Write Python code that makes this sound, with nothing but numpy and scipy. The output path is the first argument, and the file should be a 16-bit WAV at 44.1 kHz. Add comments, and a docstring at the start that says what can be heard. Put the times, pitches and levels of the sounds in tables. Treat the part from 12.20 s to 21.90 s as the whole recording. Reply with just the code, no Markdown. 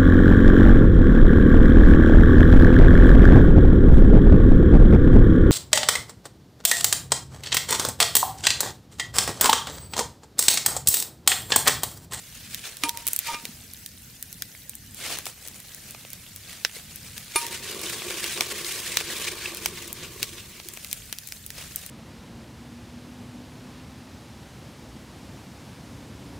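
"""A wood fire rumbles and hisses outdoors while leafy twigs rustle; sap pockets and green leaves pop.
A long knife knocks a metal pot with a dull boom and scrapes its rim, ringing both pot and blade.
Soft knocks follow and twig tips flick the wall. At a second knife knock the bunch goes into the pot
and is stirred: the hollow hums with the rustle and gulps as the bunch shifts, until it comes out."""
import sys
import numpy as np
from scipy import signal
from scipy.fft import rfft, irfft, next_fast_len
from scipy.io import wavfile
from scipy.ndimage import uniform_filter1d, map_coordinates

SR = 44100
rng = np.random.default_rng(int(sys.argv[2]) if len(sys.argv) > 2 else 0)


def generate_wav(sig):
    """Save sig (samples, or channels by samples) to the path in sys.argv[1] as 16-bit PCM at SR."""
    pcm = np.round(np.clip(np.atleast_2d(sig).T, -1, 1) * 32767).astype(np.int16)
    wavfile.write(sys.argv[1], SR, pcm)


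N = 427769


def amp(db):
    return 10 ** (np.asarray(db) / 20)


def unit_rms(x):
    return x / np.sqrt(np.mean(x ** 2) + 1e-20)


def log_interp(points, hz):
    """Read (Hz, value) points on a log frequency axis."""
    point_hz, values = np.transpose(points)
    return np.interp(np.log(hz + 1), np.log(point_hz + 1), values)


def curves(rows):
    """One value per sample for each column after the time."""
    times_s, *columns = np.transpose(rows)
    return [np.interp(np.arange(N) / SR, times_s, column) for column in columns]


def wobble(rate_hz):
    """A smooth random curve."""
    knots = rng.standard_normal(int(N * rate_hz / SR) + 4)
    return map_coordinates(knots, [np.arange(N) * rate_hz / SR])


def filtered(x, response):
    size = next_fast_len(N + SR // 2)
    return irfft(rfft(x, size) * response(np.fft.rfftfreq(size, 1 / SR)), size)[..., :N]


def band(x, lo_hz, hi_hz):
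    return signal.sosfilt(signal.butter(3, [lo_hz, hi_hz], "bandpass", fs=SR, output="sos"), x)


def spiky(per_s, spread_db, t60_s):
    """Envelope of tiny random bursts, a few much larger than the rest."""
    hits = (rng.random(N) < per_s / SR) * amp(spread_db * np.minimum(rng.exponential(size=N), 5))
    return unit_rms(signal.lfilter([1], [1, -amp(-60 / (t60_s * SR))], hits))


def rush(spectrum, likeness, envelope=1, patchy_db=0):
    """Stereo noise of rms 1, with optional louder and softer patches in time and frequency."""
    cells = signal.stft(envelope * rng.standard_normal((2, N)), nperseg=512)[2]
    patches = uniform_filter1d(rng.standard_normal(cells.shape[1:]), size=3, axis=0)
    patches = unit_rms(uniform_filter1d(patches, size=4, axis=1))
    noise = signal.istft(cells * amp(patchy_db * patches), nperseg=512)[1][:, :N]

    def mid_side_gains(hz):
        angle = np.arccos(np.clip(log_interp(likeness, hz), 0, 1)) / 2
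        in_band = (hz > spectrum[0][0]) & (hz < spectrum[-1][0])
        return in_band * amp(log_interp(spectrum, hz)) * [np.cos(angle), np.sin(angle)]

    mid, side = filtered(noise, mid_side_gains)
    return unit_rms(np.array([mid + side, mid - side]))


def mix_at(starts, sounds):
    """Sum one sound per row, each from its start sample."""
    index = starts.astype(int) + np.arange(sounds.shape[1])
    return np.bincount(index.ravel(), sounds.ravel(), N)[:N]


def ticks(count, centre_hz, log_spread, cycles, spread_db):
    """Tiny contacts, each a damped sine of its own pitch, size and direction."""
    when, strength, direction = rng.random((count, 3)).T[:, :, None]
    hz = np.clip(centre_hz * np.exp(log_spread * rng.standard_normal((count, 1))), 1700, 15000)
    t = np.arange(300) / SR
    size = amp(spread_db * np.minimum(-np.log(1 - strength), 4))
    grains = size * np.sin(2 * np.pi * hz * t) * np.exp(-hz * t / cycles)
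    pan = np.pi / 4 + 0.5 * (direction - 0.5)
    return unit_rms(np.array([mix_at(when * N, grains * gain) for gain in (np.cos(pan), np.sin(pan))]))


def ring(modes, level_db, tilt_db=0):
    """Modes decay after one blow; tilt_db per octave favours the high ones."""
    t = np.arange(SR // 2) / SR
    out = np.zeros(len(t))
    for hz, mode_db, t60_s in modes:
        start_db = level_db + mode_db + tilt_db * np.log2(hz / 1000) + rng.normal(0, 0.19)
        out += amp(start_db - 60 * t / t60_s) * np.sin(2 * np.pi * hz * t)
    return out


def pulse(start_s, level_db, hz, t60_cycles):
    """A short tone that builds within a cycle and dies away."""
    out, t = np.zeros(N + SR), np.arange(SR // 2) / SR
    attack = 1 - np.exp(-2 * hz * t)
    out[round(start_s * SR):][:len(t)] = attack * ring([(hz, 0, t60_cycles / hz)], level_db + 2)
    return out[:N]


# Flame strength. Each row: time in seconds, level in dB.
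FLAME_LEVELS = [(0.0, -53), (8.43, -50), (9.7, -50.5)]
# Flame and steam spectra. Each row: frequency in Hz, density in dB.
RUMBLE_SPECTRUM = [(15, -44), (25, -9.5), (81, 0), (129, -1), (231, -5), (413, -20.5), (450, -15),
                   (580, -56), (990, -120)]
HISS_SPECTRUM = [(300, -26), (500, -2.5), (1200, -7.5), (1600, -0.5), (2400, -1), (6000, 1), (9000, 0.5),
                 (14400, 0.5), (15700, -2), (15900, -60)]
# Width of the fire. Each row: frequency in Hz, left-right likeness from 0 to 1.
FIRE_LIKENESS = [(40, .99), (120, 1), (300, 0.94), (1000, 0.083), (2200, 0.92), (4500, 0.37), (13000, 0.22)]


def fire():
    """Flames flutter in the bass; steam hisses from the wood with tiny spits."""
    rumble = amp(curves(FLAME_LEVELS)[0] + 2 * wobble(6)) * rush(RUMBLE_SPECTRUM, FIRE_LIKENESS)
    spits = amp(-56) * ticks(count=600, centre_hz=8800, log_spread=0.55, cycles=2.7, spread_db=1.5)
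    hiss = amp(-48.5 + 1.1 * wobble(8)) * rush(HISS_SPECTRUM, FIRE_LIKENESS, patchy_db=3.5)
    return rumble + spits + hiss


# Steady stirring. Each row: time in seconds, rustle in dB, low rustle in dB above it.
STIRRING = [(0, -53, -10), (.3, -48.5, -22), (.62, -50.5, -6), (.8, -46.5, -8.5), (1.0, -48.5, -26),
            (1.25, -50.5, -7), (1.6, -59.5, -14.5), (2.7, -65, -13), (3.1, -53.5, -8), (4.2, -53.5, -14),
            (5.1, -48.5, -14), (5.25, -44.5, -4.5), (6.1, -39.5, -5), (7.0, -37.5, -6.5), (7.2, -45, -1.5),
            (7.9, -51.5, -0.5), (8.5, -53, -4.5), (8.7, -52, -14), (9.3, -59.5, -9.5), (9.7, -50.5, -10.5)]
# Sweeps of the bunch. Each row: peak time in seconds, level in dB, length in seconds, treble offset in dB.
SWEEPS = [(0.155, -44.5, 0.031, 1), (0.34, -44, 0.096, 1), (0.458, -36, 0.06, -4), (0.648, -36, 0.044, -6),
          (0.914, -51, .1, 10), (1.079, -33.5, 0.098, -3), (2.774, -46, 0.026, 4), (2.864, -32, .1, -3),
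          (2.932, -38, 0.12, -3), (3.07, -41, 0.029, 7), (3.23, -56, 0.1, 7.5), (3.36, -52, .06, 6),
          (3.7, -48.5, 0.15, 1), (4.308, -43.5, 0.15, -3), (4.559, -40, 0.039, 0), (4.85, -52.5, 0.055, 5),
          (4.97, -45.5, .06, 1.5), (5.199, -34.5, 0.13, -0.5), (5.348, -35, 0.094, -4.5),
          (5.487, -37, 0.098, -8), (5.699, -32.5, 0.14, -2.5), (6.073, -33.5, 0.54, -2.5),
          (6.514, -33, 0.19, -0.5), (6.723, -35.5, 0.11, -3.5), (6.886, -32.5, 0.087, -11),
          (7.073, -28.5, 0.067, -5.5), (7.263, -35, 0.2, -5.5), (7.449, -37.5, .05, -2),
          (7.588, -40, 0.15, -5), (7.826, -40, 0.094, -11), (8.024, -38.5, 0.12, -3),
          (8.182, -42, 0.074, -8), (8.357, -49, 0.09, -12), (8.67, -49.5, 0.29, 5), (9.134, -53.5, .06, 8),
          (9.41, -38.5, 0.11, -2.5), (9.586, -46.5, 0.1, 3)]


def handling():
    """Sweeps swell over the stirring. Returns rustle, treble and low levels, and the share in the pot."""
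    rise_db, fall_db = 19.5, 13  # per sweep length
    enter_s, leave_s, crossfade_s = 5.15, 8.62, 0.046
    t = np.arange(N) / SR
    steady_db, low_offset_db = curves(STIRRING)
    rustle_power, crisp_power = amp(2 * steady_db), amp(2 * (steady_db - 2))
    for peak_s, level_db, length_s, treble_db in SWEEPS:
        near = slice(max(round((peak_s - 1) * SR), 0), round((peak_s + 1) * SR))
        lengths = (t[near] - peak_s) / length_s
        power = amp(2 * (level_db + np.where(lengths < 0, rise_db, -fall_db) * lengths))
        rustle_power[near] += power
        crisp_power[near] += power * amp(2 * treble_db)
    rustle_db = 10 * np.log10(rustle_power)
    inside = np.clip(np.minimum(t - enter_s, leave_s - t) / crossfade_s, 0, 1)
    swell_share = 1 - 0.65 * inside  # only part of a swell reaches the hollow
    low_db = steady_db + swell_share * (rustle_db - steady_db) + low_offset_db
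    return rustle_db, 10 * np.log10(crisp_power), low_db, inside


# Leaf spectra: body, treble, open-air lows. Each row: frequency in Hz, density in dB.
RUSTLE_SPECTRUM = [(500, -14), (900, -20), (1340, -11), (1430, -8.5), (2400, -5), (4000, -5), (6000, -8.5),
                   (9000, -15)]
CRISP_SPECTRUM = [(4000, -27), (6500, -8), (9000, -6), (14000, -14.5), (15700, -11), (15900, -64)]
LOW_SPECTRUM = [(250, -8), (450, -3.5), (700, -5), (1000, -8.5), (1340, -6)]
# Width of the bunch. Each row: frequency in Hz, left-right likeness from 0 to 1.
LEAF_LIKENESS = [(300, 1), (1000, 0.93), (2200, 1), (4500, 0.48), (13000, 0.56)]


def leaves():
    """Leaf and twig contacts are dense grains; the same grains sound low, crisp and in the pot."""
    rustle_db, crisp_db, low_db, inside = handling()
    grains = spiky(per_s=600, spread_db=3.5, t60_s=0.018)
    clumps = amp(1.65 * wobble(60))
    twigs = ticks(count=5000, centre_hz=3190, log_spread=0.408, cycles=4.6, spread_db=3)
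    twigs = amp(-10.5 + 0.17 * (rustle_db - rustle_db.mean())) * band(twigs, 1700, 12600)
    body = rush(RUSTLE_SPECTRUM, LEAF_LIKENESS, clumps * (1.8 + grains), patchy_db=2.5)
    crisp = rush(CRISP_SPECTRUM, LEAF_LIKENESS, clumps * (1.16 + grains), patchy_db=2.5)
    open_air = rush(LOW_SPECTRUM, LEAF_LIKENESS, clumps * (0.72 + grains))
    low = inside * pot_hollow(grains) + (1 - inside) * open_air
    return amp(rustle_db) * (body + clumps * twigs) + amp(crisp_db) * crisp + amp(low_db) * low


# Sharp cracks: wood and sap pops, and the crack of the first knife knock. Each row: start in seconds,
# 3-6 kHz peak in dB, treble offset in dB, bass offset in dB, left over right in dB.
CRACKS = [(0.3457, -18, 5.5, -35, 0), (0.5697, -29, 8, -25, -3), (0.6362, -10, -4, -6.5, -3.5),
          (0.6875, -26, 7, -37, -7), (0.693, -11.5, 4.5, -46, -2), (0.7733, -21.5, 7.5, -16, -2),
          (0.8683, -22.5, 16, -8, -6), (0.877, -21.5, 16, -38, 9), (0.8842, -25, 15, -9, -8),
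          (0.933, -25, 22.5, -14, 0), (0.9627, -24, 20, -21, -2), (0.99, -21.5, 17, -25, -1),
          (1.2533, -21.5, 6, -10, 0), (1.5358, -41.5, 21, -23, -1), (1.6619, -26, 9.5, -35, 0),
          (2.0266, -25.5, 10.5, -34, 0), (2.128, -35, 16, -25, 1), (2.222, -16.5, 2, -28, 1),
          (2.4952, -34, 15.5, -29, -1), (2.5532, -39.5, 21.5, -25, -1), (2.7459, -42, 19, -21, -2),
          (2.9868, -24, 9.5, -8, 1), (3.0558, -25, 6, -26, 6), (3.0672, -26, 3, 2.5, 1),
          (3.2834, -32.5, 11, -22, 1), (3.4019, -37.5, 14, -27, 0), (3.5468, -37, 16.5, -23, 2),
          (3.7088, -35, 14, -29, 3), (3.748, -33, -2, 1.5, 0), (3.85, -36.5, -8, 1.5, 0),
          (3.9036, -36, 12, -22, 0), (3.9322, -31, 13, -22, -5), (4.1618, -33, 13, -31, 1),
          (4.4489, -5, -10, -13.5, 0.5), (4.9795, -22.5, 1, -25, 4), (5.2663, -22, 6, -36, 0),
          (5.615, -37, 17, -27, 1), (5.82, -24, -8, -2, 0), (5.9074, -24, -16, 1, 2),
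          (6.0423, -17, 3, -20, -1), (5.985, -26.5, -3, -18, -2), (6.1756, -20, -12, -9, -1),
          (6.2082, -7.5, -2, -9.5, 1.5), (6.4465, -18, -11, -45, 0), (6.7709, -5, -1.5, -15.5, -2),
          (6.81, -23, -6, 0.5, 2), (7.044, -19.5, -21, -27, -4), (7.3476, -26.5, 9, -32, 0),
          (7.4593, -10, 3, -12.5, 0), (7.6785, -39, 19, -25, 1), (7.7289, -34.5, 21.5, -33, 1),
          (8.0293, -11, 3.5, -24, -0.5), (8.4, -30, -16, -7, 0), (8.4867, -26.5, 9, -38, 1),
          (8.5374, -35, 12, -27, 6), (8.573, -28, 3, -6.5, 4), (8.6465, -23, 4, -20, 1),
          (8.7136, -22, 0, -43, 1), (8.729, -17, 9, -24, 2.5), (8.9268, -20, 6.5, -14, 1),
          (8.986, -20.5, 1, -46, -1), (9.0722, -39, 17, -26, 4), (9.1224, -20.5, 0, -15.5, 1),
          (9.2638, -34.5, 17, -35, 1), (9.304, -24, 2, -17, 0), (9.5599, -28, 20.5, -38, 3),
          (9.6632, -33, 13, -24, 5)]
# Small random pops. 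A row of means, then a row of deviations, for the four dB columns above.
SMALL_POP_DB = (-35.5, 11, -25, 9), (1, 4, 0, 1)


def cracks(small_count=10):
    """A pocket bursts or the knife hits: a sharp edge, a few ms of noise, scatter off logs and ground."""
    mean_db, deviation_db = SMALL_POP_DB
    small_s = rng.uniform(0, N / SR, small_count)
    small_db = mean_db + deviation_db * rng.standard_normal((small_count, 4))
    rows = np.vstack([CRACKS, np.column_stack([small_s, small_db])])
    start_s, level_db, treble_db, bass_db, pan_db = rows.T[:, :, None]
    thud_db = -1 + 0.34 * bass_db - 0.076 * treble_db
    t = np.arange(SR // 16) / SR
    noise = rng.standard_normal((len(rows), 2, len(t)))
    noise[:, 0, 0] = 5.24  # the edge
    burst = noise * (amp(-60 * t / 0.0082) + amp(-19 - 60 * t / 0.084))
    left, right = 0, 0
    for lo_hz, hi_hz, band_db, width in [(304, 1780, bass_db, 0.24), (1484, 2580, thud_db, 0.2),
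                                         (3170, 6220, 0, 0.69), (7440, 15400, treble_db, 0.71)]:
        mid, side = band(burst, lo_hz, hi_hz).transpose(1, 0, 2)
        gain = amp(level_db + band_db) / np.abs(mid).max(axis=1, keepdims=True)
        left += gain * (mid + width * side) * amp(pan_db / 2)
        right += gain * (mid - width * side) * amp(-pan_db / 2)
    return np.array([mix_at(np.round(start_s * SR), channel) for channel in (left, right)])


# Low thumps. Each row: start in seconds, level in dB, pitch in Hz, t60 in cycles.
THUMPS = [(0.636, -25.5, 292, 33), (1.236, -33, 223, 8.9), (1.29, -29.5, 212, 8.3), (4.565, -35, 460, 10),
          (5.157, -18, 380, 12)]


def low_thumps():
    """The pot's dull boom under the knife blows, and a few other soft knocks: one damped mode each."""
    return sum(pulse(*row) for row in THUMPS)


# Pot and blade modes. Each row: frequency in Hz, level in dB, t60 in seconds.
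POT_MODES = [(925, -8.5, .5), (937, -5.5, .5), (1220, -1.5, .14), (1620, -13, .07), (2160, -9, .09),
             (2402, -1.5, .12), (2800, -10, .06), (3600, -12, .07), (4400, -12, .07)]
BLADE_MODES = [(5210, -7, 0.12), (5960, -22, .06), (7300, -25, .07), (9010, 8.5, 0.099), (10950, 5, 0.14),
               (13000, -5, 0.1)]
# Knife blows. Each row: start in seconds, pot level in dB, tilt in dB per octave,
# blade offset in dB, signed drive of the lowest mode at the struck spot.
KNIFE_BLOWS = [(.637, -27.5, 2.5, -8.5, -1.3), (.652, -33.5, -13, -26, -0.86), (5.159, -23, 4, -2, 0.87)]


def knife_knocks():
    """Each blow cracks, then pot and blade ring."""
    out, t = np.zeros(N + SR), np.arange(SR // 10) / SR
    for start_s, level_db, tilt_db, blade_db, drive in KNIFE_BLOWS:
        blow = drive * ring(POT_MODES[:1], level_db, tilt_db) + ring(POT_MODES[1:], level_db, tilt_db)
        blow += ring(BLADE_MODES, level_db + blade_db)
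        crack = band(rng.standard_normal(len(t)), 1200, 9100)
        blow[:len(t)] += amp(level_db + 7.5 - 60 * t / 0.038) * crack
        out[round(start_s * SR):][:len(blow)] += blow
    return out[:N]


# Blade pressure on the rim. Each row: time in seconds, level in dB.
SCRAPE_LEVELS = [(1.04, -93), (1.07, -48), (1.09, -40), (1.12, -44), (1.145, -38), (1.17, -59),
                 (1.19, -95.5)]


def knife_scrape():
    """Rough friction drives pot and blade; the resting blade shortens the pot's ring."""
    pressure = amp(curves(SCRAPE_LEVELS)[0])
    friction = pressure * rng.standard_normal(N) * (0.9 + spiky(per_s=950, spread_db=5, t60_s=0.003))
    damped_modes = [(hz, db, 0.7 * t60_s) for hz, db, t60_s in POT_MODES]
    metal = ring(damped_modes, -19.5, tilt_db=-3) + ring(BLADE_MODES, -43)
    return signal.fftconvolve(friction, metal)[:N] + amp(4) * band(friction, 870, 6300)


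# Twig flicks. Each row: start in seconds, level in dB, pitch in Hz.
PLINKS = [(4.556, -35, 4300), (5.665, -21.5, 3650), (6.042, -20.5, 2750), (7.071, -21.5, 2300),
          (7.08, -20, 2460), (7.258, -18.5, 2630)]


def twig_plinks():
    """Twig tips flick the pot wall, which rings briefly."""
    return sum(pulse(*row, t60_cycles=47) for row in PLINKS)


# Air in the pot. Each row: frequency in Hz, density in dB.
HOLLOW_SPECTRUM = [(200, -5), (290, -14.5), (340, 4), (500, -6.5), (620, -12), (820, -18), (1150, -5),
                   (1340, -31.5)]


def pot_hollow(grains):
    """Leaf contacts make the pot's air hum; brushing the wall excites its modes and damps the longest."""
    air = rush(HOLLOW_SPECTRUM, LEAF_LIKENESS, amp(2.4 * wobble(21)) * (1.1 + grains))
    brushed_modes = [(hz, db, 1.4 * min(t60_s, 0.12)) for hz, db, t60_s in POT_MODES]
    wall = signal.fftconvolve(grains * rng.standard_normal(N), ring(brushed_modes, 0))[:N]
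    return air + amp(-11.5) * unit_rms(wall)


# Air gulps. Each row: start in seconds, level in dB, pitch in Hz.
GULPS = [(7.422, -40, 350), (7.524, -36, 374), (7.6, -41, 353), (7.654, -39, 345), (7.829, -42, 385),
         (7.94, -47, 356), (8.02, -39, 358), (8.126, -39, 342), (8.456, -40, 355)]


def pot_gulps():
    """The pot's air gulps as the bunch shifts."""
    return sum(pulse(*row, t60_cycles=30) for row in GULPS)


def scene():
    knife = (knife_knocks() + knife_scrape()) * amp([[-0.6], [0.6]])  # slightly right
    return fire() + leaves() + cracks() + low_thumps() + knife + twig_plinks() + pot_gulps()


def record(dry):
    """The loudest pops round off near full scale; the top treble is cut."""
    ceiling, top_hz = 0.95, 16900
    rounded = dry / (1 + np.abs(dry / ceiling) ** 4) ** (1 / 4)
    return filtered(rounded, lambda hz: hz < top_hz)


dry = scene()
out = record(dry)
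generate_wav(out)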